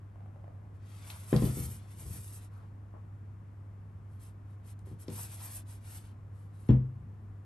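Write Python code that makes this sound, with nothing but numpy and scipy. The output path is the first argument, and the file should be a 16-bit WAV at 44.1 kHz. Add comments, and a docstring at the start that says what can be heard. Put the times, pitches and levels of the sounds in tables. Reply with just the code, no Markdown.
"""Two hands turn a closed metal laptop over above a wooden table, close to a stereo microphone.
Over the steady mains hum of a small room, finger pads rub and the lid creaks. From about 1 s skin
hisses over the matt shell, fingertips tick, bumps set case and table booming and the palms rumble.
After a lull, a second run of strokes and lighter bumps passes from 4 to 6 s. A firm double bump
lands at 6.7 s, and a last shift of grip fades into the hum."""
import sys
import numpy as np
from scipy import signal
from scipy.fft import rfft, irfft
from scipy.io import wavfile

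SR = 44100
rng = np.random.default_rng(int(sys.argv[2]) if len(sys.argv) > 2 else 0)


def log_audio(samples):
    """Write samples as a 16-bit WAV file to the path given in sys.argv[1]."""
    # one column per channel
    frames = np.atleast_2d(samples).T
    # limit to full scale, then quantise
    limited = np.clip(frames, -1, 1)
    pcm = np.round(limited * 32767).astype(np.int16)
    wavfile.write(sys.argv[1], SR, pcm)


N = 328545
TIME = np.arange(N) / SR
MOTION_TIME = TIME[::32]  # coarse clock for hand movements


def gain_of(db):
    """Decibels to amplitude."""
    return 10 ** (np.asarray(db) / 20)


def unit_rms(x):
    """Scales to an rms of one."""
    return x / np.sqrt(np.mean(x ** 2) + 1e-20)


def curve_at(points, hz, column=1):
    """One column of a table, interpolated over log frequency."""
    table = np.transpose(points)
    return np.interp(np.log(hz + 1), np.log(table[0] + 1), table[column])


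def band(hz, skirt_db):
    """A spectrum that peaks at hz and falls by skirt_db an octave."""
    return [(hz / 8, -3 * skirt_db), (hz, 0), (hz * 8, -3 * skirt_db)]


def add(mix, start_s, sound):
    """Mixes a stereo sound in at start_s."""
    part = mix[:, round(start_s * SR):][:, :sound.shape[1]]
    part += sound[:, :part.shape[1]]


def wander(rate_hz):
    """Smooth random drift with an rms of one."""
    steps = TIME[::64]
    hz = np.fft.rfftfreq(len(steps), steps[1])
    spectrum = rfft(rng.standard_normal(len(steps))) * np.exp(-(hz / rate_hz) ** 2)
    return unit_rms(np.interp(TIME, steps, irfft(spectrum, len(steps))))


def at_ports(pair, colour):
    """Colours two unrelated signals and blends them as the two microphone ports hear one source."""
    # stereo image: f/Hz, likeness/0-1, phase lead of the left/rad, left over right/dB
    image = [(90, 0.94, 0, -1), (321, 0.97, 0.78, 2.5), (900, 0.09, 1, 2), (3050, 0.4, -0.5, 4),
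             (6530, 0.93, 1.5, 3), (8550, 0.47, 1, 0.5), (9820, 0.94, -2, 0), (12120, 1, -7, 0),
             (14300, 0.74, 4.5, 1)]
    hz = np.fft.rfftfreq(pair.shape[1], 1 / SR)
    left, unrelated = rfft(pair)
    likeness = np.clip(curve_at(image, hz), 0, 1)
    right = likeness * left + np.sqrt(1 - likeness ** 2) * unrelated
    right *= np.exp(-1j * curve_at(image, hz, column=2))
    lean = gain_of(curve_at(image, hz, column=3) / 2)
    spectra = np.array([left * lean, right / lean]) * gain_of(curve_at(colour, hz))
    return unit_rms(irfft(spectra, pair.shape[1]))


def stereo_noise(samples, colour):
    """Coloured noise as the two ports hear it."""
    return at_ports(rng.standard_normal((2, samples)), colour)


def room_tone(air_db=-53.5):
    """Mains hum beats against a slower motor tone, over soft room noise."""
    # hum and motor tones: f/Hz, rms level/dB
    tones = [(59.5, -82), (89.6, -66.5), (100.15, -47.5), (215, -85.5), (307, -78), (1046, -86)]
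    # room noise: f/Hz, relative level/dB
    air_colour = [(20, -27), (27, -21.5), (32, -7), (60, 2), (95, 6.5), (112, 0.5), (135, 0.5), (200, -5.5),
                  (330, -13), (550, -19), (1100, -20), (2000, -30), (4000, -46), (11000, -46.5),
                  (12500, -51.5)]
    hum = np.zeros(N)
    for hz, db in tones:
        phase = 2 * np.pi * (hz * TIME + rng.random()) + 0.04 * wander(5.5)
        hum += gain_of(db) * np.sqrt(2) * np.sin(phase)
    return hum + gain_of(air_db) * stereo_noise(N, air_colour)


def finger_rubs():
    """Finger pads rub under the case: soft swells of friction that sound hollow in the shell."""
    # rubs: t/s, length/s, level/dB, centre f/Hz
    rubs = [(0.095, 0.81, -69.5, 604), (1.063, 0.15, -64, 1000), (2.478, 0.23, -64, 1050),
            (2.91, 0.11, -62.5, 970), (5.162, 0.058, -53, 970), (5.384, 0.13, -61.5, 960)]
    out = np.zeros((2, N))
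    for start_s, length_s, db, hz in rubs:
        swell = signal.windows.tukey(round(length_s * SR), .7)
        slips = stereo_noise(SR, band(hz, skirt_db=22))
        add(out, start_s, gain_of(db) * swell * slips[:, :len(swell)])
    return out


def lid_creaks(resonance_hz=650, t60=0.017, boost_db=2):
    """The lid creaks under the fingers, each small slip tapping the same dull resonance."""
    # slips of the lid: t/s, relative level/dB
    slips = [(.157, -46), (.204, -46), (.259, -46), (.298, -56), (.358, -45), (.441, -44.5), (.478, -44.5)]
    t, out = np.arange(SR // 5) / SR, np.zeros((2, N))
    envelope = gain_of(boost_db - 60 * t / t60) * (1 - np.exp(-(t * resonance_hz) ** 2))
    for start_s, db in slips:
        tap = envelope * stereo_noise(len(t), band(resonance_hz, skirt_db=16))
        add(out, start_s, gain_of(db) * tap)
    return out


def friction(colour, catches_per_s, catch_gain, judder_db):
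    """Countless tiny slips, with a few larger catches and an uneven finger speed."""
    catches = (rng.random(N) < catches_per_s / SR) * rng.standard_normal((2, N))
    slips = rng.standard_normal((2, N)) + catch_gain * unit_rms(catches)
    return unit_rms(at_ports(slips, colour) * gain_of(judder_db * wander(42)))


def stroke_envelope(moves, levels_db, speed_power):
    """Friction follows a power of hand speed as it swells and falls; overlapping moves add in energy."""
    energy = np.zeros(len(MOTION_TIME))
    for (peak_s, rise_s, fall_s), db in zip(moves, levels_db):
        ramp = np.interp(MOTION_TIME, [peak_s - rise_s, peak_s, peak_s + fall_s], [0, 1, 0])
        speed = np.sin(np.pi / 2 * ramp) ** 2
        energy += (gain_of(db) * speed ** speed_power) ** 2
    return np.interp(TIME, MOTION_TIME, np.sqrt(energy))


def skin_slides(hiss_db=3.5, fizz_db=-5, drag_db=-0.5, fizz_knee_db=-50):
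    """Light contact hisses, fast strokes fizz higher still, and pressed skin drags on the shell."""
    # strokes: top speed t/s, rise/s, fall/s, relative hiss level/dB, relative drag level/dB
    strokes = [(.76, 0.042, .04, -83, -79.5), (.98, 0.22, 0.22, -67.5, -62), (1.109, .12, 0.12, -56, -56),
               (1.2, .12, 0.22, -59.5, -60), (1.31, 0.075, 0.15, -55, -64), (1.466, 0.24, 0.1, -50, -50.5),
               (1.62, 0.25, 0.15, -48, -55), (1.722, 0.056, 0.12, -53, -61), (1.83, 0.098, 0.089, -74, -67),
               (1.92, 0.071, .06, -65, -64), (2.015, 0.098, 0.21, -56.5, -61.5),
               (2.147, 0.11, 0.13, -52, -59.5), (2.27, 0.14, 0.12, -55.5, -65.5),
               (2.355, 0.076, 0.086, -56, -64), (2.44, 0.1, 0.065, -66.5, -65),
               (2.548, .07, 0.24, -82, -75), (4.15, .12, .09, -80.5, -81), (4.236, 0.067, 0.12, -64.5, -68),
               (4.522, 0.1, 0.064, -83, -79), (4.704, 0.09, 0.05, -62.5, -65.5),
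               (4.869, 0.024, 0.15, -71.5, -69.5), (5.017, 0.044, 0.062, -61, -65),
               (5.216, 0.19, .12, -49, -54.5), (5.326, 0.075, 0.12, -55, -57), (5.445, .1, 0.1, -50, -54.5),
               (5.555, 0.11, 0.1, -50.5, -58), (5.718, 0.084, 0.11, -60, -62.5),
               (5.955, .19, 0.088, -54.5, -58.5), (6.035, 0.087, 0.14, -70.5, -66),
               (6.404, .14, 0.14, -79, -78), (6.63, .18, 0.24, -75, -74)]
    # bright hiss of light contact: f/Hz, relative level/dB
    hiss_colour = [(1500, -25), (4000, -23), (5500, -15), (7200, -13.5), (8300, -6), (9500, -8.5),
                   (10700, 0.5), (11400, -4), (12200, -17.5), (13200, -34.5), (14200, -43)]
    # top-end fizz of fast skin: f/Hz, relative level/dB
    fizz_colour = [(8000, -45), (10500, -19), (11800, 4), (12500, 7), (13200, -12), (14200, -27)]
    # broad, duller drag of pressed skin: f/Hz, relative level/dB
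    drag_colour = [(200, -33), (600, 6), (1030, 6.5), (1400, 2.5), (2500, 1.5), (4000, -1), (5500, -4),
                   (8000, -6.5), (12000, -32)]
    hiss = gain_of(hiss_db) * friction(hiss_colour, catches_per_s=2500, catch_gain=0.37, judder_db=1.4)
    fizz = gain_of(fizz_db) * friction(fizz_colour, catches_per_s=720, catch_gain=0.28, judder_db=2.5)
    drag = gain_of(drag_db) * friction(drag_colour, catches_per_s=600, catch_gain=0.28, judder_db=1.0)
    strokes = np.array(strokes)
    light = stroke_envelope(strokes[:, :3], strokes[:, 3], speed_power=1.53)
    pressed = stroke_envelope(strokes[:, :3], strokes[:, 4], speed_power=0.87)
    brightness = light / gain_of(fizz_knee_db)
    return light * (hiss + brightness * fizz) + pressed * drag


def near_reflections(x, reflection_db=-15, paths=6):
    """Lid, table and hands mirror the hiss over short, changing paths, which ripples its colour."""
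    out = x.copy()
    for path_s in rng.uniform(.0005, .003, paths):
        delay_s = path_s * np.exp(.2 * wander(1.6))
        out += gain_of(reflection_db) * np.array([np.interp(TIME - delay_s, TIME, side) for side in x])
    return out / np.sqrt(1 + paths * gain_of(reflection_db) ** 2)


def shell_ticks(t60=0.025, boost_db=2):
    """Brief snaps that rise within a cycle and die at once in the damped shell."""
    # fingertips, nails and hard edges of the bumps: t/s, relative level/dB, centre f/Hz
    ticks = [(1.101, -41.5, 3700), (1.329, -38.5, 1930), (1.363, -38.5, 4600), (2.938, -47, 590),
             (4.791, -65, 9500), (5.081, -50.5, 5040), (5.101, -53, 8800), (6.688, -48.5, 3200),
             (6.694, -36, 950), (6.705, -47.5, 3000)]
    # spectrum of a tick: f/centre f, relative level/dB
    tick_shape = [(.125, -6), (.5, -2.5), (1, 3.5), (1.3, -8.5), (3, -19), (6, -44), (12, -60)]
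    t, out = np.arange(SR // 5) / SR, np.zeros((2, N))
    for start_s, db, hz in ticks:
        colour = [(hz * multiple, shape_db) for multiple, shape_db in tick_shape]
        envelope = gain_of(boost_db + db - 60 * t / t60) * (1 - np.exp(-(t * hz) ** 2))
        add(out, start_s, envelope * stereo_noise(len(t), colour))
    return out


def body_ring(rise_cycles=0.94):
    """Case and table ring after a blow, each mode swelling over its first cycle."""
    # modes of case and table: f/Hz, relative level/dB, t60/s
    modes = [(60.4, -4, 0.32), (73.3, -2, 0.19), (127.94, 0.5, 0.46), (158, 5, 0.14), (176.8, -6, 0.25),
             (215.4, -5, 0.23), (251.3, 0.5, 0.067), (303.5, -5.5, 0.11), (365.4, -13, 0.14),
             (384.6, -11.5, 0.16), (487.4, -13, 0.4), (624, -16, 0.2), (822, -8.5, 0.14), (1040, -1, 0.15),
             (1870, 4, 0.16), (3165, 14, .15), (3400, 8.5, 0.089)]
    t, ring = np.arange(SR) / SR, np.zeros(SR)
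    for hz, db, t60 in modes:
        attack = 1 - np.exp(-t * hz / rise_cycles)
        ring += attack * gain_of(db - 60 * t / t60) * np.sin(2 * np.pi * hz * t)
    return ring


def driven_band(x, low_hz, high_hz, order):
    """The band that a blow can drive: harder contact reaches higher."""
    x = signal.sosfilt(signal.butter(2, low_hz, "high", fs=SR, output="sos"), x)
    return signal.sosfilt(signal.butter(order, high_hz, fs=SR, output="sos"), x)


def case_bumps(contact_s=0.0017, push_db=8.5, thud_db=3, thud_t60=0.3, thud_rise_s=0.0013, lean_db=1.0):
    """Each bump gives a soft push of air, a thud and ringing modes; its hardness sets which sound."""
    # bumps: t/s, force/dB, lowest driven f/Hz, highest driven f/Hz
    bumps = [(1.3274, -14, 298, 398), (1.3397, -19.5, 84, 253), (1.3597, -32.5, 59, 730),
             (1.4209, -23.5, 168, 430), (1.4287, -20, 55, 161), (1.4563, -29, 137, 363),
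             (1.4958, -35.5, 190, 390), (1.5707, -35, 79.6, 380), (1.5925, -29, 52, 102),
             (4.87, -44, 330, 420), (4.914, -41.5, 231, 336), (5.0825, -29, 288, 353),
             (6.691, -11.5, 164, 261.6), (6.698, -14, 52.4, 162)]
    # thud of dense, short ringing: f/Hz, relative level/dB
    thud_colour = [(30, -23.5), (130, 0), (300, -5), (500, -12), (800, -13), (1500, -11.5), (3300, -7.5),
                   (3900, -14), (12000, -10.5)]
    t, out = np.arange(SR) / SR, np.zeros((2, N))
    push = gain_of(push_db) * np.sin(np.pi * np.minimum(t / contact_s, 1)) ** 2
    body = (push + body_ring()) * gain_of([[lean_db], [-lean_db]])
    thud_envelope = gain_of(thud_db - 60 * t / thud_t60) * (1 - np.exp(-t / thud_rise_s))
    for start_s, force_db, low_hz, high_hz in bumps:
        boom = driven_band(body, low_hz, high_hz, order=3)
        thud = driven_band(thud_envelope * stereo_noise(SR, thud_colour), low_hz, high_hz, order=2)
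        add(out, start_s, gain_of(force_db) * (boom + thud))
    return out


def palm_rumble(lean_db=1.1):
    """Palms dragging on the case set its low modes rumbling."""
    # shifts of grip: top speed t/s, rise/s, fall/s, level/dB
    shifts = [(1.6, 0.18, 0.26, -40.5), (2.09, 0.18, 0.23, -44), (4.92, 0.14, 0.073, -49),
              (5.15, 0.074, 0.27, -52), (7.04, 0.36, 0.63, -52)]
    # dark friction of a palm: f/Hz, relative level/dB
    palm_colour = [(25, -6.5), (55, -1.5), (100, 13), (130, -12), (200, -4.5), (400, -7), (900, -34),
                   (2500, -58), (8000, -90.5)]
    drag = friction(palm_colour, catches_per_s=230, catch_gain=0.31, judder_db=3.0)[0]
    rumble = unit_rms(signal.fftconvolve(drag, body_ring())[:N])
    shifts = np.array(shifts)
    envelope = stroke_envelope(shifts[:, :3], shifts[:, 3], speed_power=1)
    return rumble * envelope * gain_of([[lean_db], [-lean_db]])


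def room_tail(x, predelay_s=.006):
    """The small room's short, diffuse tail, lingering longest in the low mids."""
    # room decay: f/Hz, t60/s
    decay_times = [(100, 0.14), (500, 0.26), (3000, 0.11), (10000, 0.15)]
    hz, t, noise = signal.stft(rng.standard_normal((2, SR // 2)), SR, nperseg=256)
    decay = gain_of(-60 * t / curve_at(decay_times, hz)[:, None]) * (t > predelay_s)
    tail = signal.istft(noise * decay, SR, nperseg=256)[1]
    return signal.fftconvolve(x, tail / np.linalg.norm(tail[0]), axes=1)[:, :N]


def scene():
    """Hands, bumps and hum; the room adds its tail to the taps and to the bumps above their boom."""
    bumps = case_bumps()
    taps = shell_ticks() + lid_creaks()
    hands = near_reflections(skin_slides()) + finger_rubs() + palm_rumble()
    clatter = signal.sosfilt(signal.butter(2, 350, "high", fs=SR, output="sos"), bumps)
    reverb = gain_of(-11.5) * room_tail(clatter) + gain_of(-5) * room_tail(taps)
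    return hands + bumps + taps + reverb + room_tone()


def record(dry):
    """A steep low-pass trims the treble above 14.2 kHz."""
    lowpass = signal.firwin(511, 14200, window=("kaiser", 9), fs=SR)
    return signal.oaconvolve(dry, lowpass[None], "same")


dry = scene()
out = record(dry)
log_audio(out)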